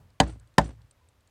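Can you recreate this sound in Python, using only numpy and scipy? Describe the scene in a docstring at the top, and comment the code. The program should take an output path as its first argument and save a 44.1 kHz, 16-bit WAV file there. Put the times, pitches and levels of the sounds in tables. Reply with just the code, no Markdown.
"""A low rumble fades under quiet outdoor air, a dry tick sounds, then a hatchet chops twice into a branch
lying on a wooden bench. Shaped noise cracks the bark; damped modes ring blade and branch and thump the bench.
The branch knocks and rattles as it settles, chips skitter and faint dry ticks go on.
The garden scatters the blows back as decaying noise, all heard at one close microphone."""
import sys
import numpy as np
from scipy import signal
from scipy.fft import rfft, irfft, next_fast_len
from scipy.io import wavfile
from scipy.ndimage import map_coordinates

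SR = 44100
rng = np.random.default_rng(int(sys.argv[2]) if len(sys.argv) > 2 else 0)


def pcm_store(signal):
    """Save signal as 16-bit PCM."""
    levels = np.round(np.clip(np.atleast_2d(signal), -1, 1) * 32767)
    wavfile.write(sys.argv[1], SR, levels.astype(np.int16).T)


N = 57330

# The two blows. Each row: start in seconds, bench level in dB, relative crack level in dB,
# crack tilt in dB per octave, time for the blade to bite in seconds, low-mid weight in dB.
CHOP_ROWS = [(0.2006, -.5, 0, -1.5, .0007, 2), (0.5808, 0.5, 3, -2.5, .0014, -6.5)]
# Modes of branch and bench. Each row: frequency in Hz, relative level in dB, undamped-contact t60 in seconds.
BENCH_MODES = [(83.3, -24, 0.2), (112, -35, 0.65), (133.3, -17, 0.079), (159.55, -21, 0.19),
               (213.1, -22.5, 0.17), (266.3, -15, 0.095), (318, -31.5, 0.29), (395, -26, 0.04),
               (463.6, -20.5, 0.09), (524, -24, 0.059), (577.2, -19, 0.11), (674.4, -19, 0.08),
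               (770, -12.5, 0.078), (873, -16, 0.055), (935, -18, 0.031), (1007.7, -13, 0.043)]
# Colour of a bright dry click. Each row: frequency in Hz, relative level in dB per Hz.
CLICK_COLOUR = [(500, -15), (5500, -6), (7200, 7), (8400, 11.5), (9500, 2), (11000, -22), (16000, -35)]

# Time constants of the onsets, in seconds
BENCH_RISE_S, SHARP_RISE_S, RATTLE_RISE_S, GARDEN_RISE_S = 0.00086, 0.0004, 0.0011, 0.0089
# Random level changes: depth in dB, knots per second
SPLINTERS = (3.5, 2600)
WAVER = (5, 220)


def amp(db):
    """Decibels to gain."""
    return 10 ** (np.asarray(db) / 20)


def along(points, hz):
    """Interpolate (Hz, value) points on a log frequency axis."""
    f, v = np.transpose(points)
    return np.interp(np.log(hz + 1), np.log(f + 1), v)


def since(s):
    """Seconds since s, zero before it."""
    return np.maximum(np.arange(N) / SR - s, 0)


def strike(t, rise, t60, hold=0):
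    """Envelope of a blow: exponential rise, then decay by 60 dB per t60 once the hold is over."""
    decay = np.exp(-np.log(1000) * np.maximum(t - hold, 0) / t60)
    return (1 - np.exp(-t / rise)) * decay


def filtered(x, response):
    """Shape x by a gain that depends on frequency, with padding against wrap-around."""
    m = next_fast_len(N + SR // 4)
    gain = response(np.fft.rfftfreq(m, 1 / SR))
    return irfft(rfft(x, m) * gain, m)[..., :N]


def noise(spectrum, tilt_db=0):
    """Coloured noise of rms 1, tilted in dB per octave."""
    white = rng.standard_normal(N)
    x = filtered(white, lambda hz: amp(along(spectrum, hz) + tilt_db * np.log2(hz + 1)))
    return x / x.std()


def burst(x, decays, t, rise, hold=0):
    """Split x into overlapping bands and let each die at its own speed."""
    centres = [hz for hz, _ in decays]
    weights = np.eye(len(centres))
    bands = filtered(x, lambda hz: np.array([along(list(zip(centres, w)), hz) for w in weights]))
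    return sum(band * strike(t, rise, t60, hold) for band, (_, t60) in zip(bands, decays))


def ring(modes, t, rise, damping=1):
    """Damped modes; they swing in mixed directions, so the blow spreads over a few milliseconds."""
    out = 0
    for k, (hz, db, t60) in enumerate(modes):
        direction = (-1) ** (k // 2)
        out = out + direction * amp(db) * np.sin(2 * np.pi * hz * t) * strike(t, rise, t60 * damping)
    return out


def clumps(depth_db, rate):
    """A random flutter of level, rate knots a second, that keeps the mean power."""
    knots = rng.standard_normal(int(rate * N / SR) + 2)
    gain = amp(depth_db * map_coordinates(knots, [since(0) * rate], mode="wrap"))
    return gain / np.sqrt(np.mean(gain ** 2))


def bark_crack(s, crack_db, tilt_db, bite_s):
    """Splitting bark: grainy noise that swells while the blade bites, then dies band by band."""
    # Colour of the crack. 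Each row: frequency in Hz, relative level in dB per Hz before the tilt.
    crack_colour = [(100, -11), (400, 4), (1000, -2), (2000, -5.5), (4500, -12), (7000, -10), (9500, -12.5),
                    (11500, -22.5), (15500, -27.5), (17000, -47)]
    # Decay of the crack. Each row: frequency in Hz, t60 in seconds.
    crack_decay = [(300, 0.0071), (1500, 0.014), (4000, 0.036), (9000, 0.032), (13000, 0.0076)]
    splinters = noise(crack_colour, tilt_db) * clumps(*SPLINTERS)
    return amp(crack_db - 14) * burst(splinters, crack_decay, since(s), bite_s, hold=0.0015 + bite_s)


def blade_ring(k, t):
    """Blade and cut wood ring in short modes; each chop lands elsewhere, so their balance differs."""
    # Each row: frequency in Hz, level in the first chop in dB, level in the second in dB, t60 in seconds.
    blade_modes = [(1503, -30, -27.5, 0.04), (1586.6, -29.5, -18, .045), (1680, -20, -29, 0.059),
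                   (1797, -23.5, -11.5, 0.04), (2007, -14, -25.5, 0.02), (2343, -21, -22, 0.016),
                   (2620, -19, -27, 0.024), (3054, -9, -20, 0.019), (3750, -24, -28, 0.04),
                   (4095, -21, -38.5, 0.036), (4716, -17, -21, 0.028), (5180, -27, -11.5, 0.0099),
                   (6580, -14.5, -28, 0.014), (7660, -22.5, -33, 0.02), (8670, -27, -31, 0.028)]
    return ring([(row[0], row[1 + k], row[-1]) for row in blade_modes], t, SHARP_RISE_S)


def bench_thump(t, weight_db):
    """The blow pushes into the wood, thuds the planks, rings them and bounces the whole bench top."""
    # Dead push of the blade into the wood. Each row: frequency in Hz, level in dB before weighting,
    # t60 in seconds.
    push_modes = [(380, -10.5, 0.02), (883, -10.5, 0.015)]
    # Dense thud of the planks. Each row: frequency in Hz, relative level in dB per Hz before weighting.
    thud_colour = [(60, -26.5), (150, -9), (400, -5.5), (650, -4.5), (850, 3.5), (1030, -1), (1130, -14),
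                   (1300, -16), (1500, -13), (1900, -15.5), (2500, -30.5), (6000, -54.5)]

    def weight(hz):
        """Gain in dB of the band that depends on where the branch is struck."""
        centre_hz, width_octaves = 354, 0.48
        return weight_db * np.exp(-(np.log2(hz / centre_hz) / width_octaves) ** 2)

    plank_modes = [(hz, db + weight(hz), t60) for hz, db, t60 in BENCH_MODES]
    weighted_push = [(hz, db + weight(hz), t60) for hz, db, t60 in push_modes]
    weighted_thud = [(hz, db + weight(hz)) for hz, db in thud_colour]
    thud = amp(-19.5) * noise(weighted_thud) * strike(t, SHARP_RISE_S, t60=0.065, hold=0.01)
    planks = ring(plank_modes, t, BENCH_RISE_S)
    sway = ring([(59.2, -20.5, 0.34)], t, rise=0.0094)  # Hz, dB, t60 in s
    push = ring(weighted_push, t, rise=0.0015)
    return thud - planks - sway - push


def chops():
    """The edge cracks the bark, then bites and rings blade, branch and bench."""
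    out = np.zeros(N)
    for k, (s, bench_db, crack_db, tilt_db, bite_s, weight_db) in enumerate(CHOP_ROWS):
        bitten = since(s + bite_s)
        out += amp(bench_db) * bench_thump(bitten, weight_db)
        out += blade_ring(k, bitten)
        out += bark_crack(s, crack_db, tilt_db, bite_s)
    return out


def bounces():
    """The settling branch knocks back on the planks, damping them, and its bark rattles."""
    # Each row: start in seconds, knock level in dB, rattle level in dB.
    rebounds = [(.2318, -22.5, -37.5), (.297, -39, -64), (.321, -44.5, -53.5), (0.355, -32, -60.5),
                (0.6008, -22, -43), (.6125, -26.5, -39), (.644, -24.5, -54), (.664, -36, -58),
                (.689, -27, -54)]
    # Colour of the rattle. Each row: frequency in Hz, relative level in dB per Hz.
    rattle_colour = [(200, -0.5), (1750, 4.5), (3000, -11), (8000, -14), (10500, -29), (16000, -38)]
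    knocks = sum(amp(db) * ring(BENCH_MODES, since(s), BENCH_RISE_S, damping=0.71) for s, db, _ in rebounds)
    shakes = sum(amp(db) * strike(since(s), RATTLE_RISE_S, t60=0.045) for s, _, db in rebounds)
    rattle = noise(rattle_colour) * shakes
    contact = signal.butter(2, [170, 415], "band", fs=SR, output="sos")  # soft contact band in Hz
    return signal.sosfilt(contact, knocks) + rattle * clumps(*SPLINTERS)


def chips():
    """Small hard chips click down and skitter in a grainy hiss with a thin, uneven ring."""
    # Landings of flying chips. Each row: start in seconds, level in dB.
    landings = [(.275, -59), (.297, -60), (.6435, -54.5), (.714, -83)]
    # Thin ring of a chip. Each row: frequency in Hz, level relative to the landing in dB.
    chip_modes = [(4480, -5), (5900, -6), (7250, -10), (7700, -21), (8400, -4), (9270, -4.5)]
    out = np.zeros(N)
    for s, db in landings:
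        t = since(s)
        click = amp(6.5) * noise(CLICK_COLOUR) * strike(t, SHARP_RISE_S, t60=0.017)
        hiss = amp(-2.5) * noise(CLICK_COLOUR) * clumps(*WAVER)
        notes = sum(amp(level) * np.sin(2 * np.pi * hz * t) * clumps(*WAVER) for hz, level in chip_modes)
        out += amp(db) * (click + (hiss + notes) * strike(t, SHARP_RISE_S, t60=0.2))
    return out


def ticks():
    """Tiny dry ticks: short bursts of noise, some bright and some duller."""
    # Each row: start in seconds, level of the bright click in dB, level of its duller body in dB.
    tick_rows = [(0.103, -67, -63), (0.54, -64, -64.5), (0.3975, -55.5, -64), (0.4738, -63.5, -66),
                 (0.817, -64, -57.5), (0.9103, -50, -60), (1.087, -56.5, -67), (1.206, -67, -68),
                 (1.274, -58.5, -64)]
    # Colour of the duller body. Each row: frequency in Hz, relative level in dB per Hz.
    body_colour = [(300, -10), (2400, -13), (3600, -2.5), (4300, 4), (5200, -9), (9000, -31)]
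    click, body = noise(CLICK_COLOUR), noise(body_colour)
    out = np.zeros(N)
    for s, click_db, body_db in tick_rows:
        mix = amp(click_db) * click + amp(body_db) * body
        out += mix * strike(since(s), SHARP_RISE_S, t60=0.018)
    return out


def near_scatter(s):
    """Near surfaces return a grainy tail that drops away fast beyond their reach."""
    # Colour of the scatter. Each row: frequency in Hz, relative level in dB per Hz.
    scatter_colour = [(100, -6.5), (300, 8), (900, 2.5), (1800, -7.5), (2600, -12), (5000, -14),
                      (9000, -15.5), (10500, -30.5), (15000, -47.5)]
    # Decay of the scatter within reach. Each row: frequency in Hz, t60 in seconds.
    scatter_decay = [(300, 0.51), (1000, 0.33), (3000, 0.48), (9000, 0.21)]
    reach_s, beyond_db_per_s = 0.14, 343
    tail = burst(noise(scatter_colour), scatter_decay, since(s), GARDEN_RISE_S) * clumps(2.8, 220)
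    return amp(-37.3 - beyond_db_per_s * since(s + reach_s)) * tail


def lingering_bass(s):
    """The bass of a chop lingers in the garden as slowly wavering low noise."""
    # Colour of the bass. Each row: frequency in Hz, relative level in dB per Hz.
    boom_colour = [(25, -35), (45, -8), (60, 1.5), (110, 2), (150, 0.5), (220, -11.5), (350, -38),
                   (1000, -60.5)]
    # Decay of the bass. Each row: frequency in Hz, t60 in seconds.
    boom_decay = [(90, .73), (190, .42)]
    boom = burst(noise(boom_colour), boom_decay, since(s), GARDEN_RISE_S)
    return amp(-36.5) * boom * clumps(2, 25)


def hollow_note(s):
    """A small hollow note, one wavering damped mode, follows a chop."""
    # Each row: frequency in Hz, level in dB, t60 in seconds.
    note_modes = [(1000, -63, 0.14)]
    delay_s = 0.43
    return ring(note_modes, since(s + delay_s), RATTLE_RISE_S) * clumps(*WAVER)


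def far_wall(s):
    """A far wall answers a chop with one faint, delayed burst of noise."""
    # Colour of the echo. Each row: frequency in Hz, relative level in dB per Hz.
    echo_colour = [(100, 7), (400, -14.5), (980, -4), (1750, -2.5), (2600, -21), (8000, -36.5)]
    delay_s = 0.197
    return amp(-67.5) * noise(echo_colour) * strike(since(s + delay_s), GARDEN_RISE_S, t60=0.2, hold=0.03)


def garden():
    """The garden's answers to each chop, from near scatter to far wall."""
    out = np.zeros(N)
    for s, *_ in CHOP_ROWS:
        out += near_scatter(s) + lingering_bass(s) + hollow_note(s) + far_wall(s)
    return out


def air():
    """Steady coloured noise for the quiet outdoors, and a low rumble dying away from the start."""
    # Colour of the outdoor background. Each row: frequency in Hz, relative level in dB per Hz.
    air_colour = [(20, -2.5), (91, 3), (150, -13), (273, -12.5), (404, -18), (520, -13.5), (729, -18.5),
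                  (1080, -18.5), (2970, -25), (8500, -33.5), (15200, -37.5), (16500, -49.5)]
    # Colour of the low rumble. Each row: frequency in Hz, relative level in dB per Hz.
    rumble_colour = [(30, -20), (55, -3.5), (105, 1), (150, -9), (300, -28.5), (1000, -29.5), (3000, -51)]
    background = amp(-65.5) * noise(air_colour)
    rumble = amp(-49) * noise(rumble_colour) * strike(since(0), SHARP_RISE_S, t60=0.51)
    return background + rumble


def scene():
    """Everything at one close microphone."""
    return (chops() + bounces() + chips() + ticks() + garden() + air())[None]


def record(dry):
    """The recorder drops deep bass, rounds off the highest peaks and falls steeply above its band limit."""
    low_cut_hz, top_hz = 35, 16500
    ceiling, hardness = 0.72, 11  # full scale is 1; a harder knee bends later
    thin = signal.sosfilt(signal.butter(4, low_cut_hz, "high", fs=SR, output="sos"), dry)
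    clipped = thin / (1 + np.abs(thin / ceiling) ** hardness) ** (1 / hardness)
    return filtered(clipped, lambda hz: 1 / (1 + (hz / top_hz) ** 80))


dry = scene()
out = record(dry)
pcm_store(out)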